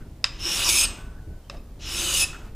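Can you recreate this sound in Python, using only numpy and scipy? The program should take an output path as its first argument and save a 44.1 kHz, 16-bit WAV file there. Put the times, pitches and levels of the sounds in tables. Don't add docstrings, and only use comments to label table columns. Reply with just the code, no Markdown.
import sys
import numpy as np
from scipy import signal
from scipy.fft import rfft, irfft
from scipy.io import wavfile
from scipy.ndimage import uniform_filter1d

SR = 44100
rng = np.random.default_rng(int(sys.argv[2]) if len(sys.argv) > 2 else 0)


def volts_from_db(level):
    exponent = np.asarray(level, float) / 20
    return 10 ** exponent


def dump(signal):
    limited = np.clip(np.atleast_2d(signal).T, -1, 1)
    pcm = np.round(limited * 32767).astype(np.int16)
    wavfile.write(sys.argv[1], SR, pcm)


N = 112454
TIME = np.arange(N) / SR


def evened(x):
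    return x / np.sqrt(np.mean(x ** 2) + 1e-20)


def read(points, hz):
    f, value = np.transpose(points)
    return np.interp(np.log(hz + 1), np.log(f + 1), value)


def coloured(x, points):
    hz = np.fft.rfftfreq(len(x), 1 / SR)
    closed = [(points[0][0] / 2, points[0][1] - 30)] + list(points)
    return irfft(rfft(x) * volts_from_db(read(closed, hz)), len(x))


def resonate(x, hz, width):
    r = np.exp(-np.pi * abs(width) / SR)
    return 2 * signal.lfilter([1 - r], [1, -r * np.exp(2j * np.pi * hz / SR)], x).real


def glide(x, hz, width):
    turn = np.exp(2j * np.pi * np.cumsum(hz) / SR)
    r = np.exp(-1.5 * np.pi * abs(width) / SR)
    smooth = signal.lfilter([(1 - r) ** 2], [1, -2 * r, r * r], x / turn + 1e-18)
    return 2 * (turn * smooth).real


def slow(seconds):
    span = max(int(seconds * SR), 2)
    return evened(uniform_filter1d(uniform_filter1d(rng.standard_normal(N), span), span))


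def arch(start, end, lean):
    return np.sin(np.pi * np.clip((TIME - start) / (end - start), 0, 1) ** lean)


# (time [s], pressure [dB], brightness [dB per octave])
STROKES = [
    [(0.394, -36.5, -8), (0.43, -31.5, -5), (0.468, -24, -5), (0.56, -23.5, -2.5), (0.638, -21.5, -3.5),
     (0.70, -23, 0.5), (0.81, -22.5, 1), (0.851, -21, -3.5), (0.858, -26, -8)],
    [(1.792, -53.5, -5), (1.82, -40.5, -25), (1.86, -31, -8), (1.93, -28, -3), (2.0, -25, -2),
     (2.1, -24.5, -2), (2.2, -26.5, 3), (2.24, -24.5, -0.5), (2.258, -42, -8)],
]
# (start [s], end [s])
DRAG_TIMES = [
    (.25, .394),
    (1.505, 1.568),
    (1.568, 1.59),
]
# (level [dB], change over the drag [dB])
DRAGS = [(-53, 9), (-62.5, 1), (-62, -9)]
# (time [s], jump [dB], length [s])
CATCHES = [(0.388, 7, 0.0045), (0.43, 0, 0.0049), (0.447, 3, 0.0015), (0.456, -2, 0.0028), (0.689, 8, .004),
           (0.691, 4.5, .003), (0.697, 5.5, 0.0037), (0.737, -1.5, 0.0028), (0.809, 1.5, 0.0053),
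           (1.796, 4, 0.0028), (1.807, 3, .004), (1.82, 1.5, 0.0045), (1.962, 0, 0.0057),
           (2.098, 2, 0.0026), (2.14, 5, 0.0075), (2.172, 4.5, 0.0036), (2.176, -1, 0.0032),
           (2.205, -0.5, 0.0043)]


def hand():
    press, place = np.zeros(N), np.zeros(N)
    tilt = np.full(N, -11.0)
    for table in STROKES:
        s, db, bright = np.transpose(table)
        on = (TIME >= s[0]) & (TIME < s[-1])
        press += on * volts_from_db(np.interp(TIME, s, db))
        place += on * (TIME - s[0]) / (s[-1] - s[0])
        tilt = np.where(on, np.interp(TIME, s, bright), tilt)
    for (start, end), (db, fade_db) in zip(DRAG_TIMES, DRAGS):
        on = (TIME >= start) & (TIME < end)
        press += on * volts_from_db(db + fade_db * (TIME - start) / (end - start))
    for s, db, length in CATCHES:
        decay = np.exp(-np.maximum(TIME - s, 0) / max(length, .001))
        press = press * volts_from_db(db * (TIME >= s) * decay)
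    return uniform_filter1d(press, size=40), place, tilt


def teeth():
    bites_per_s, spread_db, chatter_db, chatter_s = 14000, 0.8, 0.4, 0.008
    size = volts_from_db(spread_db * np.minimum(rng.exponential(1, N), 3))
    size = size * (rng.random(N) < bites_per_s / SR)
    sign = rng.choice([-1., 1.], N)
    return evened(size * sign * volts_from_db(chatter_db * slow(chatter_s)))


# (frequency [Hz], level [dB per Hz])
SCRAPE = [(120, -28.5), (200, -8.5), (465, -10), (1810, -9.5), (2860, 1), (4430, -3.5), (6400, -0.5),
          (9930, -3.5), (16000, -17.5)]


def scrape(bites, unit, tilt):
    whole = volts_from_db(-1) * coloured(bites, SCRAPE) / coloured(unit, SCRAPE).std()
    dull = signal.lfilter(*signal.butter(4, 6500, fs=SR), whole)
    top = whole - signal.lfilter(*signal.butter(4, 11000, fs=SR), whole)
    upper = whole - dull - top
    return dull + upper * volts_from_db(0.9 * tilt) + top * volts_from_db(1.7 * tilt)


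# (frequency [Hz], width [Hz], level [dB])
BODY = [(352.5, 44, -9), (550, 39, -11), (1318, 610, -18), (2527, 160, -6.5), (2840, 200, -4),
        (3637, 740, -10), (4910, 530, -12), (6270, 170, -1.5), (6870, 381, -6), (8040, 650, -7.5),
        (9790, 430, -5), (10730, 315, -12.5), (11850, 490, -14), (14100, 270, -27.5)]


def casting(bites, tilt):
    wander_db, wander_s = 2, 0.02
    out = np.zeros(N)
    for hz, width, db in BODY:
        octaves = max(np.log2(hz / 4000), 0.3)
        level = volts_from_db(db + wander_db * slow(wander_s) + tilt * octaves)
        out += 2.03 * glide(bites * level, np.full(N, hz), width)
    return out


# (start [s], end [s], first frequency [Hz], last frequency [Hz], width [Hz])
SINGS = [(.39, .59, 5250, 5450, 420), (.42, .51, 310, 345, 40), (.45, .72, 2800, 3050, 300),
         (.57, .67, 355, 375, 35), (.64, .71, 5500, 5300, 900), (.645, .69, 1100, 1100, 400),
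         (.67, .90, 2400, 2620, 260), (.71, .91, 5330, 5050, 230), (.70, .88, 9800, 9740, 220),
         (.73, .89, 8200, 8120, 200), (.75, .795, 7150, 7140, 90), (.68, .90, 6500, 6400, 250),
         (.81, .88, 1320, 1320, 80), (1.81, 2.02, 5000, 5400, 450), (1.93, 2.09, 2700, 2600, 150),
         (1.97, 2.19, 6250, 6400, 200), (1.99, 2.11, 345, 355, 30), (2.04, 2.22, 3020, 2840, 150),
         (2.09, 2.18, 6800, 7000, 400), (2.16, 2.28, 5250, 5080, 230), (2.185, 2.27, 2620, 2570, 130),
         (2.205, 2.27, 9780, 9650, 420), (2.19, 2.26, 10950, 10850, 300), (.79, .86, 8250, 8150, 160),
         (1.79, 1.93, 12200, 11800, 1200), (2.195, 2.25, 7100, 7050, 150)]
SING_DB = [3, -3, -22, -3, -0.5, -9, -0.5, 3.5, -3, -2.5, 4, -0.5, -13.5, -5, -8, -1.5, 2, 1.5, -12, 3.5, 8,
           4, 0.5, -1, -28, -5]


def singing(bites):
    flutter_db, flutter_s = 1.5, .005
    out = np.zeros(N)
    for (start, end, first_hz, last_hz, width), db in zip(SINGS, SING_DB):
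        near = slice(int(start * SR), int((end + .1) * SR))
        drive = bites * volts_from_db(db + flutter_db * slow(flutter_s)) * np.sqrt(arch(start, end, 0.77))
        pitch = np.interp(TIME[near], [start, end], [first_hz, last_hz])
        out[near] += 3.04 * glide(drive[near], pitch, width)
    return out


# (frequency [Hz], width [Hz], level [dB])
FILE = [(2600, 31, -15), (4690, 100, -12), (7000, 42, -9.5), (8270, 10.5, -7.5), (1807, 22, -13)]


def steel(bites, place):
    base_db, growth_db = -10.5, 13
    out = np.zeros(N)
    for hz, width, db in FILE:
        out += 5 * glide(bites * volts_from_db(db + base_db + growth_db * place), np.full(N, hz), width)
    return out


def rasp():
    press, place, tilt = hand()
    unit = teeth()
    bites = press * unit
    work = scrape(bites, unit, tilt) + casting(bites, tilt)
    sung = singing(bites) + steel(bites, place)
    return work, sung


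# (time [s], peak [dB], brightness [dB per octave], thud [dB], damping factor)
TAPS = [
    (0.2421, -4.5, 3, -42, 1.02),
    (1.498, -23.5, -4.5, -18.5, 0.9),
    (1.569, -42, -7, -27, 0.53),
    (1.579, -48, -4, -31, 1.3),
]
# (frequency [Hz], width [Hz], level [dB])
TAP_MODES = [(1189, 168, -4.5), (2660, 120, -0.5), (3730, 180, 1.5), (5100, 230, 8), (6700, 460, -1),
             (6840, 240, -12), (8100, 400, -25.5), (9960, 260, -22.5), (13770, 110, -38)]
# (frequency [Hz], width [Hz], level [dB])
TAP_RING = (5120, 45, -27)


def taps():
    rise_s, echo_s, echo_db = .00015, .00079, -1.5
    crack_tone = [(300, -12), (1200, 5.0), (2500, 5.0), (6000, 0.5), (9000, -11.0), (16000, -50)]  # (Hz, dB)
    out, t = np.zeros(N), np.arange(4000) / SR
    for s, db, tilt, thud_db, damp in TAPS:
        ring = np.zeros(len(t))
        for hz, width, level in [*(np.array(TAP_MODES) * [1, damp, 1]), TAP_RING]:
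            decay = volts_from_db(level + tilt * np.log2(hz / 4000)) * np.exp(-np.pi * width * t)
            ring += decay * np.sin(2 * np.pi * hz * t)
        ring = ring * np.minimum(t / rise_s, 1)
        second = np.interp(t - echo_s, t, ring, left=0)
        ring = ring + volts_from_db(echo_db * damp ** 3) * second
        fade = volts_from_db(-22) * np.exp(-t / .002) + volts_from_db(-21) * np.exp(-t / .017)
        crack = fade * evened(coloured(rng.standard_normal(len(t)), crack_tone))
        thud = volts_from_db(thud_db) * np.exp(-t / 0.03) * np.sin(2 * np.pi * 560 * t)
        out[round(s * SR):][:len(t)] += volts_from_db(db) * (ring / abs(ring).max() + thud + crack)
    return out


# (start [s], end [s], frequency [Hz], level [dB])
AFTER = [(0.29, .34, 3720, -55), (0.24, 0.3, 2700, -60), (0.91, 0.9, 7600, -55), (.855, 0.982, 2760, -46),
         (.97, 1.17, 8400, -64.5), (1.51, 1.515, 5120, -51), (1.44, 1.585, 3100, -61),
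         (1.6, 1.585, 2560, -55.5), (2.285, 2.31, 2580, -34), (2.24, 2.28, 10000, -46),
         (2.33, 2.36, 1810, -43), (2.22, 2.15, 12000, -54), (0.97, 1.4, 1500, -56), (2.9, 3, 1800, -67)]


def after():
    width_hz, fade_db = 17, -11.5
    out = np.zeros(N)
    for start, end, hz, db in AFTER:
        level = volts_from_db(db + fade_db * (TIME - start) / (end - start)) * arch(start, end, 0.82) ** 0.2
        out += level * evened(resonate(rng.standard_normal(N), hz, width_hz))
    return out


# (start [s], end [s])
RUB_TIMES = [(0.0, .08), (.87, 1.26), (1.17, 1.2), (2.26, 2.52), (1.5, 1.64), (.86, 1.1), (2.36, 2.55)]
# (level [dB], centre [Hz], width [Hz])
RUBS = [(-57, 1400, 220), (-60, 1110, 94), (-60.5, 1660, 69), (-51.5, 1410, 180), (-54, 580, 260),
        (-49, 230, 1600), (-51, 590, 680)]


def rubs():
    out = np.zeros(N)
    for (start, end), (db, hz, width) in zip(RUB_TIMES, RUBS):
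        level = volts_from_db(db + 2.5 * slow(.015)) * arch(start, end, 0.57)
        out += level * evened(resonate(rng.standard_normal(N), hz, width))
    return out


# (frequency [Hz], t60 [s])
SHOP = [(300, 1), (1200, 0.95), (2600, 0.5), (5000, 0.38), (8100, 0.4), (9700, 0.2), (11000, 0.31),
        (14000, 0.24)]


def shop(x):
    echo = np.zeros(SR)
    at = np.arange(200, SR - 20, 20)
    echo[at + rng.integers(0, 20, len(at))] = rng.choice([-1., 1.], len(at))
    hz, t, z = signal.stft(echo, SR, nperseg=256)
    t60 = np.maximum(read(SHOP, hz), .05)[:, None]
    tail = signal.istft(z * volts_from_db(-60 * t / t60), SR, nperseg=256)[1]
    return signal.fftconvolve(x, tail / np.linalg.norm(tail))[:N]


# (time [s], level [dB])
RUMBLE = [(0.0, -54), (0.01, -34), (0.19, -43), (0.449, -36), (0.47, -39.5), (0.74, -33.5), (0.79, -42),
          (0.87, -31.5), (0.96, -38.5), (1.261, -39.5), (1.281, -32.5), (1.45, -49), (1.55, -35),
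          (1.669, -43.5), (1.931, -36.5), (1.95, -36.5), (2.52, -38), (2.55, -39.5)]
# (frequency [Hz], level [dB per Hz])
RUMBLE_TONE = [(8.8, -20.5), (15, 2), (48, 1), (135, -11), (296, -20), (326, -17), (358, -27.5),
               (400, -21.5), (520, -32), (880, -120)]


def rumble():
    s, db = np.transpose(RUMBLE)
    level = volts_from_db(np.interp(TIME, s, db) + 0.32 * slow(0.072))
    return level * evened(coloured(rng.standard_normal(N), list(RUMBLE_TONE) + [(800, -73.5)]))


# (frequency [Hz], level [dB per Hz])
HISS = [(150, -15.5), (250, -8.5), (298, -18), (386, -12.5), (538, -15), (586, -11.5), (1260, -25),
        (2200, -28.5), (16000, -37.5)]


def hiss():
    return volts_from_db(-56.5) * evened(coloured(rng.standard_normal(N), HISS))


# (frequency [Hz], level [dB per Hz])
WIDTH = [(88, -34.5), (150, -8.5), (321, -5), (821, -8.5), (5680, -10), (14200, -13.5), (16000, -19)]


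def side_hiss():
    return volts_from_db(-68) * evened(coloured(rng.standard_normal(N), WIDTH))


def scene():
    work, sung = rasp()
    knocks = taps()
    to_room = volts_from_db(-10.5) * (work + volts_from_db(-7) * sung) + volts_from_db(-14) * knocks
    mid = work + sung + knocks + after() + rubs() + shop(to_room) + rumble() + hiss()
    side = side_hiss()
    return np.array([mid + side, mid - side])


def top_cut(x):
    return signal.sosfilt(signal.butter(12, 16810, fs=SR, output="sos"), x)


def record(dry):
    edge = signal.firwin(511, 15500, window=("kaiser", 9), fs=SR)
    mix = signal.oaconvolve(dry, edge[None], "same")
    return top_cut(mix)


dry = scene()
out = record(dry)
dump(out)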